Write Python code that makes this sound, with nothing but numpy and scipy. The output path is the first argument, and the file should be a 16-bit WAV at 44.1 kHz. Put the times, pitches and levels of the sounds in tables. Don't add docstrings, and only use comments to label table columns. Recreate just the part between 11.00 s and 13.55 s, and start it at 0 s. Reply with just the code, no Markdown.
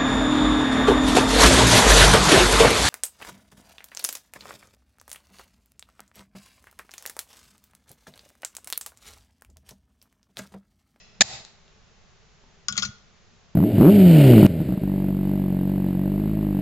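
import sys
import numpy as np
from scipy import signal
from scipy.fft import rfft, irfft, next_fast_len
from scipy.io import wavfile
from scipy.ndimage import uniform_filter1d, map_coordinates

SR = 44100
rng = np.random.default_rng(int(sys.argv[2]) if len(sys.argv) > 2 else 0)


def volts_from_db(level):
    exponent = np.asarray(level, float) / 20
    return 10 ** exponent


def digitize_waveform(pressure):
    field = np.atleast_2d(pressure).T
    bounded = np.clip(field, -1, 1)
    quanta = np.round(bounded * 32767).astype(np.int16)
    wavfile.write(sys.argv[1], SR, quanta)


N = 112454

# pitch_hz, level_db (per Hz)
HISS_COLOUR = [(20, 0.5), (45, 0), (90, -4.5), (200, -5.5), (450, -15), (1000, -16), (7000, -23),
               (8000, -42)]
# pitch_hz, likeness (-1 to 1)
HISS_ALIKE = [(60, .2), (300, .5), (1400, 0.48), (7000, .4)]
# pitch_hz, width_hz, level_db
DISTANT_HUM = [(164.7, 14, -0.5), (392, 11.63, -1), (439.3, 13.7, -1), (620, 19.6, -9.5)]
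# pitch_hz, width_hz, level_db
EARLIER_RING = [(1911, 43, -0.5), (2624, 92, 1), (3400, 61, -2.5), (4100, 80, -2), (4991, 68, -1),
                (5370, 96.4, -2.5), (623, 83, -8.5)]
# start_s, level_db, pitch_hz, length_cycles
TICKS = [(0.163, -45.5, 2800, 0.88), (.2032, -47.5, 2270, 3), (.234, -7, 4470, 3.4),
         (0.2403, -19.5, 4250, 5.8), (.433, -50, 4500, 0.68), (.4502, -28, 4200, 2.5),
         (.4504, -26, 7000, 1.1), (0.477, -58, 5230, 0.86), (.6806, -38, 3400, 0.91),
         (1.436, -48, 260, 2.5), (1.44, -46.5, 900, 1.5), (1.985, -43.5, 5640, 2)]
# start_s, level_db, chatter_s
SLAMS = [
    (.2082, -1, .0007),
    (.2089, 2, .0017),
    (.2127, -4, .0005),
    (.2161, 1.5, .0032),
    (.2235, -15, .004),
]
# pitch_hz, width_hz, level_db
BARREL = [(684, 140, -11), (1820, 220, 0.5), (2470, 340, -5.5), (3280, 340, -1), (3915, 410, -6.5),
          (4240, 110, -2.5), (4770, 430, -7.5), (5958, 89, -5.5), (6540, 33, -1), (6967, 55, 2)]
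# pitch_hz, level_db (per Hz)
BARE_BLOW = [(120, -41.5), (200, -5.5), (1330, -12), (2560, -11.5), (2930, -12.5), (4760, -4), (7500, -7),
             (9750, -36.5), (16500, -120)]
# pitch_hz, level_db
SLAM_WIDTH = [(200, -13.5), (1000, -10), (3000, -9), (6000, 0.5)]
# pitch_hz, width_hz, level_db
THUD = [(199.8, 60, 3.5), (690, 110, -11), (850, 70, -6)]
# pitch_hz, level_db, fade_60db_s
BENCH = [(108, -10, .25), (129, -6.5, 0.35), (202.3, -2, 0.25), (65, -8, .3), (382.6, -4, 0.047),
         (520, -12, .08)]
# pitch_hz, width_hz, level_db
ECHO_BANDS = [(690, 120, -0.5), (820, 110, -1), (1970, 300, -0.5), (2620, 200, 1), (3783, 300, 1.5),
              (5200, 400, -2.5), (7000, 500, 2.5)]
# start_s, level_db, focus_hz (centre of the tones struck), shaft_db, boom_db
DROPS = [(1.6842, -13, 5300, -6.5, -25), (1.725, -22.5, 3400, -15, -23), (1.755, -28.5, 3060, -4, -12.5),
         (1.7676, -22.5, 3400, -12.5, -26.5), (1.7776, -17.5, 6700, -11, -25),
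         (1.7801, -12.5, 4500, -16, -26), (1.779, -13, 2050, -21, -41), (1.794, -20, 5700, -18.5, -32),
         (1.8235, -16.5, 3520, -9.5, -33.5), (1.831, -14, 5360, -5.5, -31),
         (1.848, -18.5, 4200, -22.5, -20.5), (1.853, -20, 6030, -21, -31)]
# start_s, level_db, pitch_hz, length_cycles
STRIKES = [
    (1.6846, -17, 6640, 11),
    (1.6846, -16.5, 4880, 10),
    (1.725, -20.5, 6900, 7.7),
    (1.7682, -25, 7000, 5),
    (1.7775, -10.5, 6630, 6.7),
    (1.7775, -21.5, 5120, 12),
    (1.8226, -17, 5500, 2),
    (1.8244, -20, 5200, 4.8),
    (1.8307, -19, 5100, 5.6),
]
# pitch_hz, level_db, fade_60db_s
TOOL_TONES = [(2035, -12.5, 0.062), (2221, -19, 0.18), (2700, -12.5, .06), (3350, 2.5, 0.025),
              (3734, -7, .08), (4200, -8, .06), (4430, -4.5, 0.069), (4780, -12, 0.11), (5300, -7.5, 0.092),
              (5600, -25, 0.046), (6100, -7.5, .07), (6900, -15.5, 0.16), (6905, -1, 0.033),
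              (7170, -28.5, 0.24)]
# pitch_hz, level_db, fade_60db_s
SHAFT_TONES = [(1148, -5.5, .08), (1284, 6, 0.03), (1429, 2.5, .07), (1467, -4.5, 0.12)]
# pitch_hz, level_db (per Hz)
CLATTER = [(150, -68), (500, -20.5), (1000, -19), (1400, -13), (2500, -4), (4500, -5.5), (6800, -0.5),
           (8000, -28)]
# pitch_hz, fade_60db_s
ROOM_FADE = [(100, .6), (700, 0.48), (3000, .5), (7500, .4)]
# pitch_hz, level_db
ROOM_COLOUR = [(60, -10), (250, 2), (550, -1.5), (750, 6), (1100, 2.5), (1700, 0.5), (3000, 0.5),
               (7000, -2)]
# pitch_hz, likeness (-1 to 1)
ROOM_ALIKE = [(60, 0.91), (240, 0.89), (950, 0.65), (3770, 0.04), (15000, -0.03)]
# pitch_hz, width_hz, depth (0 to 1)
MIC_DIPS = [(290, 113.3, 1), (972, 29, .8)]


def unit(x):
    return x / np.sqrt(np.mean(x ** 2) + 1e-20)


def along(points, hz):
    f, v = np.transpose(points)
    return np.interp(np.log(hz + 1), np.log(f + 1), v)


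def filtered(x, response):
    n = x.shape[-1]
    m = next_fast_len(n + SR // 2)
    return irfft(rfft(x, m) * response(np.fft.rfftfreq(m, 1 / SR)), m)[..., :n]


def resonance(f, centre, width):
    return 1j * f * width / (centre * centre - f * f + 1j * f * width)


def resonant(peaks):
    return lambda f: sum((-1) ** k * volts_from_db(db) * resonance(f, c, w) for k, (c, w, db) in enumerate(peaks))


def pair(n, alike):
    turn = lambda hz: np.arccos(np.clip(along(alike, hz), -1, 1)) / 2
    shares = lambda hz: np.array([np.cos(turn(hz)), np.sin(turn(hz))])
    mid, side = filtered(rng.standard_normal((2, n)), shares)
    return np.array([mid + side, mid - side])


def ring(modes, t, extra_db=0):
    hz, db, t60 = np.transpose(modes)[:, :, None]
    luck = rng.standard_normal((len(modes), 2))
    level = volts_from_db(db + extra_db + 2 * luck[:, :1] - 60 * t / t60)
    return np.sum(level * np.sin(2 * np.pi * hz * t + luck[:, 1:]), 0)


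def add(track, s, sound):
    part = track[..., round(s * SR):][..., :sound.shape[-1]]
    part += sound[..., :part.shape[-1]]


def clicks(rows):
    out, t = np.zeros(N), np.arange(SR // 20) / SR
    for s, db, hz, cycles in rows:
        add(out, s, volts_from_db(db) * np.exp(-t * hz / cycles) * np.sin(2 * np.pi * hz * t))
    return out


def room(x):
    hz, t, z = signal.stft(pair(SR, ROOM_ALIKE), SR, nperseg=256)
    fade_db = along(ROOM_COLOUR, hz)[:, None] - 60 * t / along(ROOM_FADE, hz)[:, None]
    tail = signal.istft(z * volts_from_db(fade_db), SR, nperseg=256)[1]
    late = np.pad(x, (300, 0))[None]
    return signal.fftconvolve(late, tail / np.linalg.norm(tail[0]), axes=1)[:, :N]


def background():
    t = np.arange(N) / SR
    hiss = unit(filtered(pair(N, HISS_ALIKE), lambda hz: volts_from_db(along(HISS_COLOUR, hz))))
    tail = unit(filtered(pair(N, ROOM_ALIKE), lambda hz: volts_from_db(along(CLATTER, hz))))
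    old_ring = unit(filtered(pair(N, HISS_ALIKE), resonant(EARLIER_RING)))
    hum = unit(filtered(rng.standard_normal(N), resonant(DISTANT_HUM)))
    earlier_tap = volts_from_db(-57 - 60 * t / 0.46) * tail + volts_from_db(-54.5 - 60 * t / 0.94) * old_ring
    return volts_from_db(-56.5) * hiss + earlier_tap + volts_from_db(-71) * hum


def ticks():
    out = clicks(TICKS)
    return out * volts_from_db([[.8], [-.8]]) + volts_from_db(-6.5) * room(out)


def boom():
    rise_s, rough_db = 0.021, 7.5
    t = np.arange(SR // 2) / SR
    wander = map_coordinates(rng.standard_normal(40), [t * 60])
    return ring(BENCH, t) * (1 - np.exp(-t / rise_s)) * volts_from_db(rough_db * wander)


def pump():
    rise_s, fade_60db_s = 0.0015, .01
    slam_db, bare_db, thud_db, boom_db, room_db = 0.79, -4, -20.5, -27, -7
    t = np.arange(N) / SR
    force = np.zeros(N)
    for s, db, hold in SLAMS:
        fade = volts_from_db(db - 60 * np.clip(t - s - hold, 0, 9) / fade_60db_s)
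        force += fade * np.clip((t - s) / rise_s + 1, 0, 1) ** 3
    barrel_and_blow = lambda hz: resonant(BARREL)(hz) + volts_from_db(bare_db + along(BARE_BLOW, hz))
    body = filtered(force * rng.standard_normal((2, N)), barrel_and_blow)
    mid, side = volts_from_db(slam_db) * body / np.abs(body[0]).max()
    side = filtered(side, lambda hz: volts_from_db(along(SLAM_WIDTH, hz)))

    first_s = SLAMS[0][0]
    impulse = 1.0 * (np.arange(N) == round(first_s * SR))
    echo_colour = lambda hz: volts_from_db(along(BARE_BLOW, hz)) * (0.5 + np.abs(resonant(ECHO_BANDS)(hz)))
    away = filtered(impulse, echo_colour)
    away = away * np.linalg.norm(mid) / np.linalg.norm(away)

    thud = filtered(np.gradient(force ** 2), resonant(THUD))
    low = volts_from_db(thud_db) * thud / np.abs(thud).max()
    add(low, first_s, volts_from_db(boom_db) * boom())
    return np.array([mid + side + low, mid - side + low]) + volts_from_db(room_db) * room(away)


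def tool():
    focus_octaves, focus_depth_db, grit_db = 0.16, 13, 0
    crack_db, crack_60db_s, rattle_db, rattle_60db_s = -11.5, .004, -7, 0.085
    left_db, left_lead_s, room_db = 9, .00016, -16.5
    near, low, t = clicks(STRIKES), np.zeros(N), np.arange(SR // 3) / SR
    for s, db, focus_hz, shaft_db, boom_db in DROPS:
        octaves_off = lambda hz: np.log2(hz / focus_hz + 1e-6)
        focus_db = lambda hz: focus_depth_db * (np.exp(-(octaves_off(hz) / focus_octaves) ** 2) - 1)
        lumps = volts_from_db(grit_db * unit(uniform_filter1d(rng.standard_normal(len(t)), size=40)))
        grit_colour = lambda hz: volts_from_db(along(CLATTER, hz) + .5 * focus_db(hz))
        grit = unit(filtered(lumps * rng.standard_normal(len(t)), grit_colour))
        crack = volts_from_db(crack_db - 60 * t / crack_60db_s)
        rattle = volts_from_db(rattle_db - 60 * t / rattle_60db_s)
        tip = ring(TOOL_TONES, t, focus_db(np.array(TOOL_TONES)[:, :1]))
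        metal = (tip + grit * (crack + rattle)) * (1 - np.exp(-t / 0.00012))
        shaft = ring(SHAFT_TONES, t) * (1 - np.exp(-t / 0.0028))
        add(near, s, volts_from_db(db - 7.5) * (metal + volts_from_db(shaft_db) * shaft))
        add(low, s, volts_from_db(db + boom_db) * boom())
    sides = filtered(near, lambda hz: np.exp(1j * np.pi * hz * left_lead_s * np.array([[1], [-1]])))
    return sides * volts_from_db([[left_db / 2], [-left_db / 2]]) + low + volts_from_db(room_db) * room(near)


def scene():
    return background() + ticks() + pump() + tool()


def top_cut(x):
    return signal.sosfilt(signal.butter(12, 16840, fs=SR, output="sos"), x)


def record(dry):
    edge_hz, edge_order, top_hz = 8040, 26, 16300
    overload, knee = .5, 24
    duck_db, duck_lag_s, recover_db_per_s = 18.5, 0.021, 164.5
    dips = lambda f: np.prod([1 - np.clip(d, 0, 1) * resonance(f, c, w) for c, w, d in MIC_DIPS], 0)
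    x = filtered(dry, lambda f: dips(f + 1) / (1 + (f / edge_hz) ** (2 * edge_order)))

    t = np.arange(N) / SR
    duck_s = np.argmax(np.abs(x).max(0) > overload) / SR + duck_lag_s
    recovery_db = np.clip(duck_db - recover_db_per_s * (t - duck_s), 0, None)
    onset = np.clip((t - duck_s) / .008 + 1, 0, 1)
    x = x * volts_from_db(-recovery_db * onset)

    clipped = x / (1 + np.abs(x) ** knee) ** (1 / knee)
    mix = filtered(clipped, lambda f: 1 / (1 + (f / top_hz) ** 140))
    return top_cut(mix)


dry = scene()
out = record(dry)
digitize_waveform(out)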